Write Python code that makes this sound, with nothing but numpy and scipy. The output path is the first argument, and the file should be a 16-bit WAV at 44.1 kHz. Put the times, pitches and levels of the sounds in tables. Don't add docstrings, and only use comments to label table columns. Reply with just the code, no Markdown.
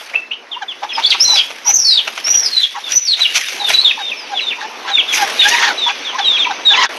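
import sys
import numpy as np
from scipy import signal
from scipy.fft import rfft, irfft, next_fast_len
from scipy.io import wavfile
from scipy.ndimage import uniform_filter1d, minimum_filter1d

SR = 44100
rng = np.random.default_rng(int(sys.argv[2]) if len(sys.argv) > 2 else 0)


def to_wav(s):
    ch = np.atleast_2d(s).T
    pcm = np.round(np.clip(ch, -1, 1) * 32767)
    wavfile.write(sys.argv[1], SR, pcm.astype(np.int16))


N = 307818

# (start [s], glide [s], drop [s], first pitch [Hz], knee pitch [Hz],
# last pitch [Hz], level [dB], swell [dB], level change in the drop [dB], roughness [0 = pure])
PEEPS = [ (.515, 0.026, 0.018, 3690, 3140, 2650, -21.5, -6, -6, 0.16),
         (0.68, 0.037, 0.012, 3640, 3070, 2650, -24, 6, -8, 0.03),
         (0.89, 0.023, 0.023, 3530, 3250, 2330, -24, 2, 5.5, .4),
         (0.948, 0.013, 0.013, 3440, 3130, 2520, -27, 0, 5, 0.65),
         (1.103, 0.016, 0.0168, 4600, 3276, 2510, -6.5, -4.5, -2.5, 1.08),
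         (1.246, 0.11, 0.025, 4136, 3967, 3620, -12, -5, -4, 0.12),
         (1.367, .03, 0.028, 3550, 3243, 3110, -11.5, 4.5, -9, .5),
         (1.845, 0.1, 0.03, 4630, 3830, 3910, -13.5, 1.5, -11, 0),
         (1.97, 0.024, 0.023, 3850, 3314, 2710, -9, -1, -8, 0.43),
         (2.331, 0.02, 0.014, 3540, 3240, 3100, -30, 10, -5, 0.52),
         (2.515, 0.05, 0.0092, 4290, 4080, 4140, -20, 7, -6, 0.2),
         (2.563, .04, 0.0227, 4075, 3976, 3510, -15, -6, 5, 0.34),
         (2.629, 0.0188, 0.028, 3600, 3360, 3230, -6, -15, -16, 0.42),
         (2.838, 0.041, .016, 3740, 3455, 3300, -26, 8, -5, 0.13),
         (3.069, 0.053, 0.023, 4735, 4160, 3560, -16.5, 9.5, 0, 0.3),
         (3.203, 0.034, .032, 4010, 3856, 2610, -12, 5.5, 4.5, 0.2),
         (3.469, .014, 0.011, 3815, 3550, 2840, -23.5, -3, -18, 0.4),
         (3.597, 0.092, 0.025, 4015, 3440, 2164, -20.5, 0.5, 3, .25),
         (3.847, .048, 0.029, 3757, 3287, 2300, -9.5, -9, -2.5, 0.18),
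         (3.99, 0.1, 0.017, 3790, 3610, 3020, -24.5, 15, -4, 0.12),
         (4.115, 0.0087, 0.015, 2820, 2540, 2340, -7, -10.5, -15, 0.06),
         (4.167, 0.1, 0.023, 5480, 4570, 4260, -36, -18, -3, 0.03),
         (4.337, 0.055, 0.02, 3740, 3310, 2075, -23, 11, -2, 0.28),
         (4.404, 0.096, 0.037, 4100, 3487, 2276, -20.5, 1, 2.5, 0.24),
         (4.911, 0.088, 0.02, 3954, 3350, 2480, -15.5, 13.5, -7, 0.07),
         (4.967, .009, 0.012, 3086, 2664, 2120, -21.5, 5.5, 15.5, 0),
         (5.074, 0.054, 0.017, 3704, 3210, 2104, -18, 8.5, 3.5, 0.16),
         (5.391, 0.063, 0.024, 3860, 3340, 2700, -9.5, -3, -26, 0.2),
         (5.41, 0.0089, 0.011, 3050, 2874, 2370, -14, 6, -6, 0.6),
         (5.537, 0.0088, 0.01, 2690, 2430, 2120, -14, 16, -10, 0.04),
         (5.775, .11, .022, 4020, 3352, 2400, -17.5, 6.5, 2, .16),
         (6.048, 0.057, 0.018, 3750, 3160, 2800, -24, -2, -1, 0.28),
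         (6.205, 0.067, 0.017, 3670, 3120, 2780, -22, 0, -1, 0.28),
         (6.246, 0.12, 0.018, 4005, 3315, 2170, -13, -1.5, 8, 0.06),
         (6.378, 0.063, .021, 3910, 3180, 2220, -16.5, 4, -7, 0.21),
         (6.652, 0.082, 0.024, 3926, 3415, 2220, -9, -4.5, -1.5, 0.11)]
# (start [s], rise [s], fall [s], first pitch [Hz],
# top pitch [Hz], last pitch [Hz], level [dB], swell [dB], roughness [0-1])
CRIES = [ (0.134, 0.013, 0.0055, 1677, 2540, 2600, -22.5, 11, 0.6),
         (0.153, 0.004, 0.008, 2660, 2680, 2550, -8, -13, 0.04),
         (.309, 0.0209, 0.011, 2450, 3040, 3100, -20.5, -2, 0.36),
         (0.931, 0.0076, 0.04, 5100, 5200, 4890, -25, 5, 0),
         (1.018, 0.019, .008, 2360, 4040, 3620, -18.5, 11, .7),
         (1.046, 0.0046, 0.0077, 3600, 3350, 3590, -3.5, 0, 0),
         (1.056, 0.013, 0.0091, 3600, 4620, 4400, -16, -11, 0),
         (1.2, 0.038, 0.012, 4950, 5770, 5740, -8, -11, 0.15),
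         (1.246, 0.054, 0.1, 5410, 5940, 4220, -19.5, 2, .55),
         (1.646, 0.017, 0.011, 5250, 6000, 5880, -19.5, 7, 0.64),
         (1.667, 0.0391, 0.0096, 5660, 6030, 6000, -8, 0, 0.1),
         (1.736, 0.0057, 0.034, 6450, 6270, 5610, -10.5, -7, 0.22),
         (1.783, 0.023, 0.16, 5700, 5626, 4220, -14.5, 0, 0.44),
         (2.242, 0.079, 0.095, 5350, 5860, 5610, -15.5, -1.5, 0.13),
         (2.428, 0.0078, 0.057, 5530, 5450, 4350, -19.5, 1, 0.6),
         (2.917, 0.0457, 0.016, 5770, 5990, 5820, -10, 9, 0.01),
         (3.026, 0.0067, 0.05, 5980, 5860, 5310, -22.5, 9, 0.25),
         (3.731, 0.019, 0.036, 3880, 3970, 3880, -13, -13, .25),
         (3.782, 0.049, 0.026, 3800, 4320, 4080, -15, -14, 0.02)]
# (start [s], length [s], first pitch [Hz], last pitch [Hz], level [dB], swell [dB],
# roughness [0-1], beak opening as overtone gain [dB])
CLUCKS = [ (0.555, 0.028, 928, 995, -23.5, 11, 0.33, -20), (0.609, 0.032, 902, 735, -20.5, 11, 0.03, -5.5),
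          (0.82, 0.0356, 763, 908, -21, -4, 0.63, -5.5), (0.972, 0.033, 873, 918, -18, 1, .62, -8.5),
          (1.136, 0.021, 970, 890, -21, 13, 0.88, -6), (1.276, .1, 996, 780, -28.5, -1, 0.52, -4.5),
          (1.644, 0.061, 970, 796, -29.5, 20, 0.3, -28), (2.744, .046, 1067, 795, -26, -10, 0.57, -5.5),
          (3.594, 0.049, 827, 810, -23.5, 9, 0.07, -15), (3.969, 0.059, 925, 772, -26.5, 9, 0.45, -6),
          (4.294, 0.055, 842, 787, -24, 12, 0.18, -6), (4.577, .085, 933, 851, -27, 10.5, 0.48, -2),
          (4.847, 0.08, 1038, 784, -23.5, 1, 0.6, -0.5), (5.179, 0.065, 865, 788, -18, 6, 0.34, 0),
          (5.857, 0.061, 996, 807, -20.5, 9, 0.65, -2), (6.13, 0.032, 980, 1030, -18.5, 1, .25, -14),
          (6.175, .036, 879, 778, -16, 2.5, 0.54, -4), (6.455, .024, 978, 1000, -16.5, 6, 0.26, -11),
          (6.497, .03, 869, 781, -16, -7, 0.56, -9)]
# (time [s], pitch [Hz], level [dB], roughness [0-1], beak opening [dB])
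SQUAWKS = [
    [(5.43, 763.5, -46.5, 0.31, 27.5), (5.455, 800.6, -23, 0.27, 11), (5.48, 858, -26.5, .2, 12.5),
     (5.5, 917, -46, 0.08, 26), (5.52, 945, -30, 0.31, 22), (5.58, 985, -27.5, 0.58, 9.5),
     (5.64, 892.4, -24, .9, 11), (5.69, 843, -23, 0.65, 4), (5.73, 660, -33, 0.17, 6.5)],
    [(6.705, 819, -41, 0.13, 19.5), (6.722, 811, -22, 0.3, 2.5), (6.767, 941, -22, 0.88, 2),
     (6.785, 1019, -19.5, 0.2, 8), (6.81, 1004, -16.5, 0.7, 1), (6.83, 988, -17, 0.63, 7.5),
     (6.856, 898, -23, 0.7, 7), (6.864, 854, -15.5, 0.9, 8.5)],
]
# (frequency [Hz], gain [dB])
THROAT_EQ = [(100, -49), (400, -36), (600, -33), (800, 0.5), (1100, 1), (1350, 0.5), (1900, -4),
             (2550, -10), (3500, -6), (4600, -12.5), (6500, -17.5), (8000, -41), (15000, -49)]
# (peak time [s], level [dB], rise [s], decay [s], tilt [dB/octave])
FLAPS = [(.016, -32, .006, 0.012, -1.5), (0.144, -27, 0.016, 0.038, -4), (.838, -23, 0.0081, 0.0062, -8.5),
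         (1.0, -22, 0.025, 0.029, 1.5), (1.126, -21, 0.044, 0.02, 6.5), (1.202, -24, 0.017, 0.017, 5),
         (1.31, -26.5, 0.019, 0.018, -2), (1.36, -17, 0.0084, 0.042, 5), (1.504, -24, 0.0042, 0.014, 1),
         (1.705, -19, 0.033, 0.01, 4.5), (2.079, -11, 0.0031, 0.0054, 2),
         (2.18, -16.5, 0.0064, 0.0065, 1.5), (2.279, -19, 0.013, .01, 3), (2.631, -31, 0.012, 0.019, 14),
         (2.923, -15.5, 0.016, 0.0097, 10), (3.198, -17.5, 0.015, 0.022, 4.5),
         (3.364, -3, 0.0085, 0.012, 8), (3.412, -22, .008, 0.012, 12), (3.483, -20, .0033, 0.056, 6.5),
         (3.701, -8.5, 0.0029, 0.0089, 3), (3.739, -18.5, .006, 0.0084, 8),
         (4.895, -26.5, 0.014, 0.012, -5), (5.148, -13.5, 0.015, 0.022, 24), (5.225, -27, 0.013, 0.028, 17),
         (5.487, -14, 0.0053, 0.015, 28)]
# (frequency [Hz], gain [dB])
FEATHER_EQ = [(24, -62), (40, -31), (280, -28), (637, 2.5), (1190, -5), (1450, 1), (1810, -9), (2270, 3),
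              (4920, -15.5), (6000, -10), (7700, -32.5), (10700, -31), (13300, -39), (15500, -47)]
# (time [s], level [dB])
THUDS = [(1.05, -49), (1.12, -55), (1.23, -47), (1.34, -49), (2.61, -55), (3.362, -50), (3.701, -50),
         (5.15, -50), (5.49, -57)]
# (frequency [Hz], gain [dB])
THUD_EQ = [(25, -14), (55, -13), (110, -3), (160, -13), (300, -35), (1000, -80)]
# (time [s], relative level [dB])
RUSTLE_RIDE = [(0, -46.5), (.15, -54), (.33, -72), (1.25, -47), (1.45, -44.5), (1.72, -60), (1.9, -48),
               (2.58, -41), (2.78, -52.5), (2.92, -42.5), (3.02, -52), (3.38, -35.5), (3.66, -45),
               (3.7, -27), (3.82, -46), (4.3, -57), (5.04, -53), (5.17, -31.5), (5.32, -38.5), (5.5, -31.5),
               (5.8, -51), (6.8, -60), (6.97, -44)]
# (frequency [Hz], gain [dB])
RUSTLE_EQ = [(30, -31), (100, -19.5), (170, -22), (500, -9), (1000, -15), (1600, 2), (2600, 5.5), (4000, 1),
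             (6000, -1.5), (7600, -17), (11500, -10), (13500, -28), (15500, -34.5)]
# (time [s], relative level [dB])
WASH_RIDE = [(0, -46), (.4, -48), (1.15, -43.5), (1.85, -45.5), (2.5, -43), (2.68, -59), (2.78, -46.5),
             (2.96, -41.5), (3.01, -56), (3.38, -44.5), (3.46, -69), (3.53, -40), (4.2, -44.5),
             (4.3, -41.5), (4.95, -39.5), (5.25, -32.5), (5.9, -38.5), (6.98, -35)]
# (frequency [Hz], gain [dB])
WASH_EQ = [(25, -30), (60, -26), (140, -28.5), (230, -8.5), (450, -2), (560, -3.5), (900, -1), (1500, -5),
           (2400, -4.5), (3300, -13), (6200, -18.5), (7300, -40), (11500, -38), (15500, -100)]
# (time [s], level [dB])
HISS_RIDE = [(0, -55), (.45, -63), (1, -32.5), (1.6, -44), (2.2, -48), (2.75, -37.5), (3.3, -35),
             (3.9, -31), (4.25, -35.5), (4.75, -37.5), (5.3, -29.5), (6, -30), (6.55, -30), (6.98, -49)]
# (frequency [Hz], gain [dB])
HISS_EQ = [(100, -42), (700, -45), (1300, -26), (2300, 22.5), (3500, 20), (4600, 12.5), (6300, 16.5),
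           (7300, -104), (11500, -70), (15500, -46)]
# (frequency [Hz], time to fall 60 dB [s])
WALL_DECAY = [(300, .25), (1000, .22), (3000, .24), (6000, .22), (12000, .16)]
# (time [s], gain [dB])
LEVEL_DIP = [(6.857, -9), (6.862, -16.5), (6.89, -16), (6.894, 7)]


def chick_voice(contour, jitter=0.0348, flutter_db=3, rasp_hz=520, buzz_hz=520):
    start, gate, (hz, db, rough) = automation(contour)
    n, rough = len(hz), np.clip(rough, 0, 1)
    shaky_hz = hz * (1 + jitter * rough * wander(n, hz=116))
    tone = np.exp(2j * np.pi * np.cumsum(shaky_hz) / SR)
    rasp, fuzz = (unit(wander(n, rasp_hz) + 1j * wander(n, rasp_hz)) for _ in range(2))
    buzz = np.cos(2 * np.pi * np.cumsum(buzz_hz * (1 + 0.1726 * wander(n, hz=47.3))) / SR)
    rasp = unit(rasp + amp(-1) * buzz)
    rasp_mix = 0.79 * rough
    air = amp(-20) * np.sqrt(rough) * unit(wander(n, hz=1350) + 1j * wander(n, hz=1290))
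    whistle = tone * (np.sqrt(1 - rasp_mix ** 2) + rasp_mix * rasp + air)
    octave = amp(-28 + 8 * np.log2(hz / 4000)) * tone ** 2 * (.5 + (0.17 + rasp_mix) * fuzz)
    envelope = gate * amp(db + flutter_db * wander(n, hz=57.6))
    return start, np.sqrt(2) * envelope * (whistle + octave).real


def peep_contour(start, glide, drop, first_hz, knee_hz, last_hz, db, swell_db, drop_db, rough):
    t = np.linspace(0, glide + drop, 100)
    sag, fall = np.clip(t / glide, 0, 1), np.clip((t - glide) / drop, 0, 1)
    hz = knee_hz + (first_hz - knee_hz) * (1 - sag) ** 1.3 + (last_hz - knee_hz) * fall ** 0.51
    bulge_db = 2.5 * (np.sin(np.pi * sag) - .5)
    level = db + swell_db * (sag - .5) + bulge_db + drop_db * fall
    level += fades_db(t, attack_s=0.0042, release_s=0.0033)
    return np.transpose([start + t, hz * waver(t), level, rough + 0.48 * fall])


def cry_contour(start, rise, fall, first_hz, top_hz, last_hz, db, swell_db, rough):
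    t = np.linspace(0, rise + fall, 100)
    age = t / t[-1]
    before, after = np.clip(1 - t / rise, 0, 1), np.clip((t - rise) / fall, 0, 1)
    hz = top_hz + (first_hz - top_hz) * before ** 1.7 + (last_hz - top_hz) * after ** 1.7
    level = db + swell_db * (age - .5) + fades_db(t, attack_s=0.0044, release_s=0.0034)
    return np.transpose([start + t, hz * waver(t), level, rough + 0.24 * age])


def waver(t, depth=0.0073):
    return 1 + depth * wander(SR, hz=45)[(t * SR).astype(int)]


def hen_voice(contour, jitter=0.1407, rattle_hz=190):
    start, gate, (hz, db, rough, beak_db) = automation(contour)
    n, rough = len(hz), np.clip(rough, .2, 1)
    shaky_hz = hz * (1 + jitter * rough ** 1.334 * wander(n, hz=337))
    phase = 2 * np.pi * np.cumsum(shaky_hz) / SR
    rattle_phase = 2 * np.pi * np.cumsum(rattle_hz * (1 + 0.424 * wander(n, hz=102))) / SR
    depth = 0.98 * rough
    harsh_db = 7 * rough - 6
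    membranes = np.zeros(n)
    for k, (delay, lag) in enumerate(2 * np.pi * rng.random(size=(12, 2)), start=1):
        chop = (1 + depth * np.cos(rattle_phase + lag)) / np.sqrt(1 + depth ** 2 / 2)
        partial_db = beak_db * (k > 1) + harsh_db * (k > 2) + 3.86 * wander(n, hz=65)
        membranes += np.sqrt(2) * amp(partial_db) * chop * np.cos(k * phase + delay)
    puffs = 2 + np.cos(rattle_phase)
    hoarse = rough * amp(beak_db / 3 - 4) * puffs * wander(n, hz=2200)
    return start, gate * amp(db) * equalise(membranes + hoarse, THROAT_EQ)


def cluck_contour(start, length, first_hz, last_hz, db, swell_db, rough, beak_db, step_share=0.476):
    t = np.linspace(0, length, 100)
    age = t / length
    crack = np.sin(np.pi * age) ** 4
    travel = step_share * np.cumsum(crack) / crack.sum() + (1 - step_share) * age
    hz = first_hz + (last_hz - first_hz) * travel
    level = db + swell_db * (age - .5) - 4.5 * crack + fades_db(t, attack_s=0.011, release_s=0.0067)
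    return np.transpose([start + t, hz, level, rough + 0.26 * (crack - .5), beak_db + 11.5 * (crack - .5)])


def wing_flap(peak_s, db, rise, decay, tilt_db, grain_db=3.3):
    t = np.arange(-min(peak_s, .1), .2, 1 / SR)
    swish = rng.standard_normal(2 ** 14)[:len(t)] * amp(grain_db * wander(len(t), hz=400))
    envelope = amp(db) * np.exp(np.minimum(t / rise, -t / decay))
    return peak_s + t[0], envelope * unit(equalise(swish, FEATHER_EQ, tilt_db))


def foot_thud(start, db, rise_s=.008, decay_s=0.064):
    t = np.arange(0, .25, 1 / SR)
    envelope = amp(db) * (1 - np.exp(-t / rise_s)) * np.exp(-t / decay_s)
    return start, envelope * unit(equalise(rng.standard_normal(len(t)), THUD_EQ))


def turf_rustle(trim_db=13, crackle_db=2):
    rustle = patchy_noise(RUSTLE_EQ, patch_db=2.8, flicker_db=1.4)
    return rustle * amp(ride(RUSTLE_RIDE) + trim_db + crackle_db * wander(N, hz=120))


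def outdoor_wash(trim_db=8):
    return amp(ride(WASH_RIDE) + trim_db) * patchy_noise(WASH_EQ, patch_db=2.2, flicker_db=.6)


def light_hiss():
    return amp(ride(HISS_RIDE)) * patchy_noise(HISS_EQ, patch_db=2.6, flicker_db=.6)


def early_echoes(start, sound, echo_db, decay_s=0.0083):
    delays = rng.uniform(.002, .04, size=16)
    taps = np.zeros(SR // 20)
    taps[(delays * SR).astype(int)] = rng.choice([-1., 1.], size=16) * np.exp(-delays / decay_s)
    taps *= amp(echo_db) / np.linalg.norm(taps)
    taps[0] = 1
    return start, signal.fftconvolve(sound, taps)


def wall_reverb(x, tail_db, build_s=0.0071):
    hz, t, spectrum = signal.stft(rng.standard_normal(SR // 2), SR, nperseg=256)
    envelope = amp(-60 * t / curve_at(WALL_DECAY, hz)[:, None]) * (1 - np.exp(-t / build_s))
    tail = signal.istft(spectrum * envelope, SR, nperseg=256)[1]
    return x + amp(tail_db) * signal.fftconvolve(x, tail / np.linalg.norm(tail))[:N]


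def patchy_noise(eq, patch_db, flicker_db):
    spectrum = signal.stft(rng.standard_normal(N), SR, nperseg=512, noverlap=384)[2]
    patches = uniform_filter1d(rng.standard_normal(spectrum.shape), size=7, axis=0)
    patches = unit(uniform_filter1d(patches, size=16, axis=1))
    flicker = unit(uniform_filter1d(rng.standard_normal(spectrum.shape[1]), size=4))
    spectrum *= amp(patch_db * patches + flicker_db * flicker)
    noise = signal.istft(spectrum, SR, nperseg=512, noverlap=384)[1][:N]
    return unit(equalise(noise, eq))


def automation(contour, fade_s=.004):
    times, *columns = np.transpose(contour)
    t = np.arange(times[0] - fade_s, times[-1] + fade_s, 1 / SR)
    gate = np.sin(np.pi / 2 * np.clip(np.minimum(t - t[0], t[-1] - t) / fade_s, 0, 1)) ** 2
    return t[0], gate, [uniform_filter1d(np.interp(t, times, c), size=200) for c in columns]


def fades_db(t, attack_s, release_s):
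    return -16 * (np.clip(1 - t / attack_s, 0, 1) + np.clip(1 - (t[-1] - t) / release_s, 0, 1))


def ride(points, outside=None):
    return np.interp(np.arange(N) / SR, *np.transpose(points), left=outside, right=outside)


def wander(size, hz):
    count = 2 ** 15
    f = np.fft.rfftfreq(count, 1 / SR)
    return np.resize(unit(irfft(rfft(rng.standard_normal(count)) / (1 + (f / hz) ** 4))), size)


def equalise(x, eq, tilt_db=0):
    size = next_fast_len(len(x) + 512)
    hz = np.fft.rfftfreq(size, 1 / SR)
    octaves = np.log2(np.clip(hz, 500, 6000) / 2000)
    return irfft(rfft(x, size) * amp(curve_at(eq, hz) + tilt_db * octaves), size)[:len(x)]


def curve_at(points, hz):
    f, value = np.transpose(points)
    return np.interp(np.log(hz + 1), np.log(f + 1), value)


def amp(db):
    return 10 ** (np.asarray(db) / 20)


def unit(x):
    return x / np.sqrt(np.mean(abs(x) ** 2) + 1e-20)


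def add(bus, start, sound):
    part = bus[max(round(start * SR), 0):][:len(sound)]
    part += sound[:len(part)]


def scene():
    chicks, hen, scuffle = np.zeros((3, N))
    for contour in [peep_contour(*row) for row in PEEPS] + [cry_contour(*row) for row in CRIES]:
        add(chicks, *early_echoes(*chick_voice(contour), echo_db=-8.5))
    for contour in [cluck_contour(*row) for row in CLUCKS] + SQUAWKS:
        add(hen, *early_echoes(*hen_voice(contour), echo_db=-4))
    for row in FLAPS:
        add(scuffle, *wing_flap(*row))
    for row in THUDS:
        add(scuffle, *foot_thud(*row))
    voices = wall_reverb(chicks, tail_db=-10) + wall_reverb(hen, tail_db=-21)
    birds = voices + wall_reverb(scuffle, tail_db=-21.5)
    return (birds + outdoor_wash() + turf_rustle() + light_hiss())[None]


def record(dry, ceiling=0.84, top_hz=15600):
    x = dry * amp(np.minimum(ride(LEVEL_DIP, outside=0), 0))
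    limiter_gain = np.minimum(1, ceiling / (abs(x) + 1e-9))
    x = x * uniform_filter1d(minimum_filter1d(limiter_gain, size=45), size=45)
    shrill = signal.sosfilt(signal.butter(3, 5000, "high", fs=SR, output="sos"), x)
    rumble = signal.sosfilt(signal.butter(2, [60, 150], "band", fs=SR, output="sos"), shrill ** 2)
    top_cut = signal.firwin(511, top_hz, window=("kaiser", 9), fs=SR)
    return signal.oaconvolve(x + amp(-19) * rumble, top_cut[None], "same")


dry = scene()
out = record(dry)
to_wav(out)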